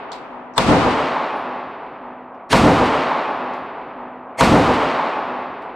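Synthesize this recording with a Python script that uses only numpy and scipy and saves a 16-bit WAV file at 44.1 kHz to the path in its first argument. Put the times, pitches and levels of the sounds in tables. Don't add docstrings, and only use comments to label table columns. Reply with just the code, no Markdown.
import sys
import numpy as np
from scipy import signal
from scipy.fft import rfft, irfft
from scipy.io import wavfile
from scipy.ndimage import uniform_filter1d

SR = 44100
rng = np.random.default_rng(int(sys.argv[2]) if len(sys.argv) > 2 else 0)


def invert_db(x):
    u = np.asarray(x, float) / 20
    return 10 ** u


def master(y):
    cut = np.clip(np.atleast_2d(y).T, -1, 1)
    pcm = np.round(cut * 32767)
    wavfile.write(sys.argv[1], SR, pcm.astype(np.int16))


N = 253575
TIME = np.arange(N) / SR
FOLD_S = 0.71


def unit(x):
    return x / np.sqrt(np.mean(x ** 2, axis=-1, keepdims=True))


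def band(x, hz, width):
    return signal.lfilter(*signal.iirpeak(min(hz, .45 * SR), hz / width, SR), x)


def on_log(hz, at, values):
    return np.interp(np.log(hz), np.log(at), values)


def dull(x):
    return signal.sosfilt(signal.butter(3, 9200, fs=SR, output="sos"), x)


def add(out, x, s):
    i = int(round(s * SR))
    x = x[:, max(-i, 0):max(N - i, 0)]
    out[:, max(i, 0):max(i, 0) + x.shape[1]] += x


def coloured(size, table, stripe_db=0, strong_db=0, strong_hz=1000):
    stripe_width_hz = 394
    hz = np.maximum(np.fft.rfftfreq(size, 1 / SR), 1)
    stripes = rng.standard_normal(100)[(hz / stripe_width_hz).astype(int)]
    db = on_log(hz, *np.transpose(table)) + stripe_db * stripes
    db = db + strong_db * (abs(hz - strong_hz) < stripe_width_hz / 2)
    return unit(irfft(rfft(rng.standard_normal((2, size))) * invert_db(db), size))


# pitch in Hz, level in dB per Hz.
FAN_SPECTRUM = [(12, -48.5), (20, -19.5), (104, -24.5), (195, -11), (246, -1), (317, -5.5), (872, -7),
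                (1500, -7.5), (1950, -40), (3300, -120)]


def fan():
    return invert_db(-58.5) * coloured(N, FAN_SPECTRUM)


# level in dB, hold in seconds, decay in dB/s, late level in dB, late decay in dB/s.
ANSWER_LEVELS = [
    (-23.5, 0.18, -77.5, -56.5, -4.5),
    (-17.5, 0.16, -42.5, -27.5, -12.5),
    (-18, .39, -23, -28, -7.5),
    (-27.5, 0.39, -23.5, -37.5, -12.5),
]
# burst in dB and its peak in seconds, swell in dB.
BOOTH_DB, BOOTH_PEAK_S = (3.5, 4.4, 4.8, 6.85), (.045, 0.034, 0.01, 0.034)
SWELL_DB = (4.4, 4.4, 1.3, 1.2)


def decay(t):
    first_return_s, round_trip_s, swell_s, swell_fade_s = 0.11, 0.17, 0.062, 0.24
    knee_s = 0.08
    swell = np.exp(-((t - first_return_s) % round_trip_s) / swell_s)
    swell = uniform_filter1d(swell, int(0.016 * SR))
    swell = 2 * (swell - swell.mean()) * np.exp(-t / swell_fade_s)
    levels = []
    for row, swell_db, booth_db, peak in zip(ANSWER_LEVELS, SWELL_DB, BOOTH_DB, BOOTH_PEAK_S):
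        db, hold, fall, late_db, late_fall = row
        early = db + fall * knee_s * np.logaddexp(0, (t - hold) / knee_s)
        early = early + booth_db * t / peak * np.exp(1 - t / peak)
        both = np.hypot(invert_db(early), invert_db(late_db + late_fall * t))
        levels.append(20 * np.log10(both) + swell_db * swell)
    return np.array(levels)


SLICES_HZ = 22 * 2 ** (np.arange(58) / 6)


def slices(x):
    size = x.shape[-1]
    octave = np.log2(np.maximum(np.fft.rfftfreq(size, 1 / SR), 1))
    spectrum = rfft(x)
    for hz in SLICES_HZ:
        distance = np.clip(6 * (octave - np.log2(hz)), -1, 1)
        yield hz, irfft(spectrum * np.cos(np.pi / 2 * distance) ** 2, size)


REGION_HZ = (80, 280, 870, 2700)
# pitch in Hz, level in dB, extra decay in dB/s.
ECHO_COLOUR = [(45, -17, 3.5), (70, -3, -3), (110, -6, -0.5), (164, -2, -3), (197, -7, -2), (252.5, 0.5, 0),
               (322, -6, 0), (1120, -2.5, 1.5), (1530, -7, 1.5), (2560, -5.5, 0), (4500, -10, -10),
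               (6370, -14.5, -22), (8470, -14.5, -30.5), (12500, -26.5, -37.5)]
# pitch in Hz, level in dB over the other echoes.
STANDING_WAVES = [(67, 4), (126, 2.5), (153, 7.5), (169, 4.5), (252, 7.5), (297, 3.5), (365, 6), (409, 7),
                  (437, 0), (527, 6), (552, 3.5), (612, 2), (665, 3.5), (745, 6.5), (852, 1.5), (970, -1),
                  (1064, 6.5), (1140, 7), (1264, 7), (1329, 1)]
# pitch in Hz, level in dB, time to fall 60 dB in seconds.
SLOW_HUMS = [(197.4, -43, 9.6), (250.2, -34, 10.3), (249, -39, 6.6), (373, -38, 8.7), (672, -38, 7.4)]
# pitch in Hz, level in dB.
FAINT_TREBLE = [(5000, -110), (8000, -84), (9000, -80), (10500, -69)]


def answer(size):
    t = np.arange(size) / SR
    levels = decay(t)
    at, colour_db, slope_db = np.transpose(ECHO_COLOUR)
    noise = rng.standard_normal((2, size))
    phase = rng.uniform(0, 2 * np.pi, (len(STANDING_WAVES), 2, 1))
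    waves = sum(invert_db(db) * np.sin(2 * np.pi * hz * t + p) for (hz, db), p in zip(STANDING_WAVES, phase))
    noise = noise + 0.018 * waves
    lump_db, hop = 1.2, int(.04 * SR)
    lumps = np.repeat(rng.standard_normal((4, size // hop + 1)), hop, axis=1)[:, :size]
    levels = levels + lump_db * uniform_filter1d(lumps, hop)
    out = np.zeros((3, 2, size))
    for hz, part in slices(noise):
        place = on_log(hz, REGION_HZ, np.arange(4))
        k = min(int(place), 2)
        db = levels[k] + (place - k) * (levels[k + 1] - levels[k])
        db = db + on_log(hz, at, colour_db) + on_log(hz, at, slope_db) * t - 3
        too_faint = np.maximum(on_log(hz, *np.transpose(FAINT_TREBLE)) - db, 0) * (hz > 4000)
        out[int(hz > 350) + int(hz > 9800)] += unit(part) * invert_db(db - .9 * too_faint)
    out[0] += sum(invert_db(db - 60 * t / t60) * np.sin(2 * np.pi * hz * t) for hz, db, t60 in SLOW_HUMS)
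    return out


def patchy(treble):
    top_hz, hole_share, hole_db = 14600, .3, -25
    hz, _, frames = signal.stft(treble, SR, nperseg=1024)
    count = frames.shape[-1]
    chance = rng.random((len(hz) // 10 + 1, count // 4 + 1))
    chance = chance.repeat(10, axis=0).repeat(4, axis=1)
    holes = chance[:len(hz), :count] < hole_share * (hz[:, None] / 12000) ** 4
    kept = frames * invert_db(hole_db * holes) * (hz[:, None] < top_hz)
    return signal.istft(kept, SR)[1][:, :treble.shape[-1]]


SHOT_TIMES = (-1.13, .5792, 2.5293, 4.4085)
# level in dB, early duck in dB, crack in dB, crack brightness in dB.
SHOT_LEVELS = [
    (-2.5, -2, -13.5, 0),
    (-2, -5.5, -11, 6),
    (-0.5, -1, -11.5, -3),
    (-0.83, -1, -11, -5),
]


def pistol():
    bass_duck, treble_duck = .4, .4
    size = 2 * SR
    bass, middle, treble = answer(size)
    t, out = np.arange(size) / SR, np.zeros((2, N))
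    ends = [*SHOT_TIMES[1:], N / SR]
    early = np.clip((.105 - t) / 0.025, 0, 1)
    for s, end, (db, duck_db, crack_db, bright_db) in zip(SHOT_TIMES, ends, SHOT_LEVELS):
        top = patchy(treble) if s < FOLD_S else treble
        tail = bass * invert_db(bass_duck * duck_db * early) + middle + top * invert_db(treble_duck * duck_db)
        tail = tail * invert_db(db + duck_db * early) * np.clip(t / 0.0024, 0, 1)
        add(out, tail[:, :int((end - s) * SR)], s)
        add(out, crack(bright_db) * invert_db(crack_db), s)
    return out


# start in seconds, tick in dB, tick pitch in Hz, wash in dB, ring in dB.
CASE_LANDINGS = [(.1177, -39.5, 3800, -13, -90.5), (.1178, -51.5, 7600, -30, -100),
                 (0.1297, -46, 4000, -25, -100), (.129, -58, 12500, -31, -100),
                 (.5378, -61, 5500, -25, -100), (.5432, -70, 5500, -21, -100), (.549, -62, 4500, -18, -100),
                 (1.3629, -75, 12000, -28, -62), (2.345, -77.5, 4800, -5, -100),
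                 (3.536, -51, 3570, -20, -79), (3.5362, -75, 7930, -30, -100),
                 (3.537, -58, 13500, -26, -100), (3.562, -68, 12900, -29, -70),
                 (5.6217, -59, 3600, -20, -90), (5.6218, -74, 8200, -20, -100),
                 (5.6219, -66, 12500, -30, -100)]
# pitch in Hz, level in dB, time to fall 60 dB in seconds.
BRASS_RING = [(10800, -7, .22), (11000, -1.5, .3), (13060, -9, .24)]


def cases():
    t, out = np.arange(SR) / SR, np.zeros((2, N))
    width_hz = 1900
    for s, tick_db, hz, wash_db, ring_db in CASE_LANDINGS:
        noise = rng.standard_normal((2, 2, len(t)))
        jitter = np.repeat(2.5 * rng.standard_normal(SR // 128 + 1), 128)[:SR]
        skitter = invert_db(uniform_filter1d(jitter, 64))
        hit = 1.5 * invert_db(-60 * t / 0.014) + 0.95 * skitter * invert_db(-60 * t / 0.23)
        tick = hit * unit(band(band(noise[0], hz, width_hz), hz, width_hz))
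        wash_hz = .65 * hz
        wash = unit(band(band(noise[1], wash_hz, width_hz), wash_hz, width_hz))
        wash = invert_db(wash_db - 60 * t / 1.1) * wash
        ring = sum(invert_db(db - 60 * t / t60) * np.sin(2 * np.pi * f * t) for f, db, t60 in BRASS_RING)
        add(out, invert_db(tick_db) * dull(tick + wash) + invert_db(ring_db) * skitter * ring, s)
    return out


# level in dB, length in seconds.
SMEAR_LEVELS = [
    (-23, 0.032),
    (-14.5, 0.046),
    (-15, .045),
]
# pitch in Hz, level in dB per Hz.
SMEAR_SPECTRA = [
    [(35, -36), (60, -4.5), (657, -14), (953, 1), (2150, -22), (3340, -20.5), (6120, -29), (7900, -30),
     (15500, -62.5)],
    [(35, -41), (60, -7), (443, -3.5), (999, -18), (1480, -7), (3190, -16.5), (4030, -16.5), (9510, -30.5),
     (15500, -46)],
    [(35, -43), (60, -15), (869, -2.5), (1590, -20.5), (2150, -6), (4030, -24), (4320, -25.5), (8470, -20),
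     (15500, -43.5)],
]
SMEAR_STRIPES_HZ = (7900, 9400, 4370)


def smears():
    out = np.zeros((2, N))
    t = np.arange(4096) / SR
    rows = zip(SHOT_TIMES[1:], SMEAR_LEVELS, SMEAR_STRIPES_HZ, SMEAR_SPECTRA)
    for s, (db, length), strong_hz, spectrum in rows:
        rise = np.sin(np.pi / 2 * np.minimum(t / length, 1)) ** 3.6
        window = rise * invert_db(-60 * np.maximum(t - length, 0) / 0.016)
        noise = coloured(len(t), spectrum, stripe_db=2, strong_db=10, strong_hz=strong_hz)
        add(out, invert_db(db) * window * noise, s - length)
    return out


# start in seconds, level in dB.
BOOTH_ECHOES = [
    (0, -0.5),
    (.00095, -6.5),
    (.0019, -5),
    (.0031, -7),
    (.0045, -4.5),
    (.0085, -12),
]
# pitch in Hz, width in Hz, level in dB.
CRACK_RESONANCES = [
    (700, 1900, 2),
    (1050, 600, -1),
    (3150, 900, 2.5),
    (8600, 1600, -19),
]


def crack(bright_db):
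    t = np.arange(768) / SR
    wave = 0
    for s, db in BOOTH_ECHOES:
        ramp = 2 * (t - s) / 0.00055 - 1.3
        wave = wave + invert_db(db) * np.where((t >= s) & (t < s + .0005), ramp, 0)
    wave = wave + .3 * rng.standard_normal((2, len(t))) * invert_db(-60 * t / 0.031)
    ringing = 0
    for hz, width, db in CRACK_RESONANCES:
        ringing = ringing + invert_db(db + bright_db * (hz > 2000)) * band(wave, hz, width)
    return unit(dull(ringing))


# pitch in Hz, level in dB.
SIDE_SPECTRUM = [(60, -7), (110, -7.5), (200, -12), (500, -13.5), (1290, -5.5), (2380, -3.5), (4400, 0.5),
                 (9000, -1.5)]


def scene():
    top_side_hz, top_side_db, left_lean = 11600, 2, .07
    fold_db_per_s2 = -100
    mid, side = pistol() + smears() + cases() + fan()
    high_pass = signal.cheby2(10, 60, top_side_hz - 500, "high", fs=SR, output="sos")
    top = signal.sosfilt(high_pass, side)
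    hz = np.maximum(np.fft.rfftfreq(N, 1 / SR), 1)
    side_gain = invert_db(on_log(hz, *np.transpose(SIDE_SPECTRUM)))
    side = irfft(rfft(side) * side_gain, N) + left_lean * mid
    width = invert_db(-1 + fold_db_per_s2 * np.maximum(TIME - FOLD_S, 0) ** 2)
    side = side * width + invert_db(top_side_db) * top * np.clip(1 - width, 0, 1)
    return np.array([mid + side, mid - side])


def low_pass(x):
    return signal.sosfilt(signal.butter(12, 15720, fs=SR, output="sos"), x)


def record(dry):
    limit, top_hz = 0.99, 13900
    rounded = limit * np.tanh(dry / limit)
    cut = signal.sosfilt(signal.butter(6, top_hz, fs=SR, output="sos"), rounded)
    return low_pass(cut)


dry = scene()
out = record(dry)
master(out)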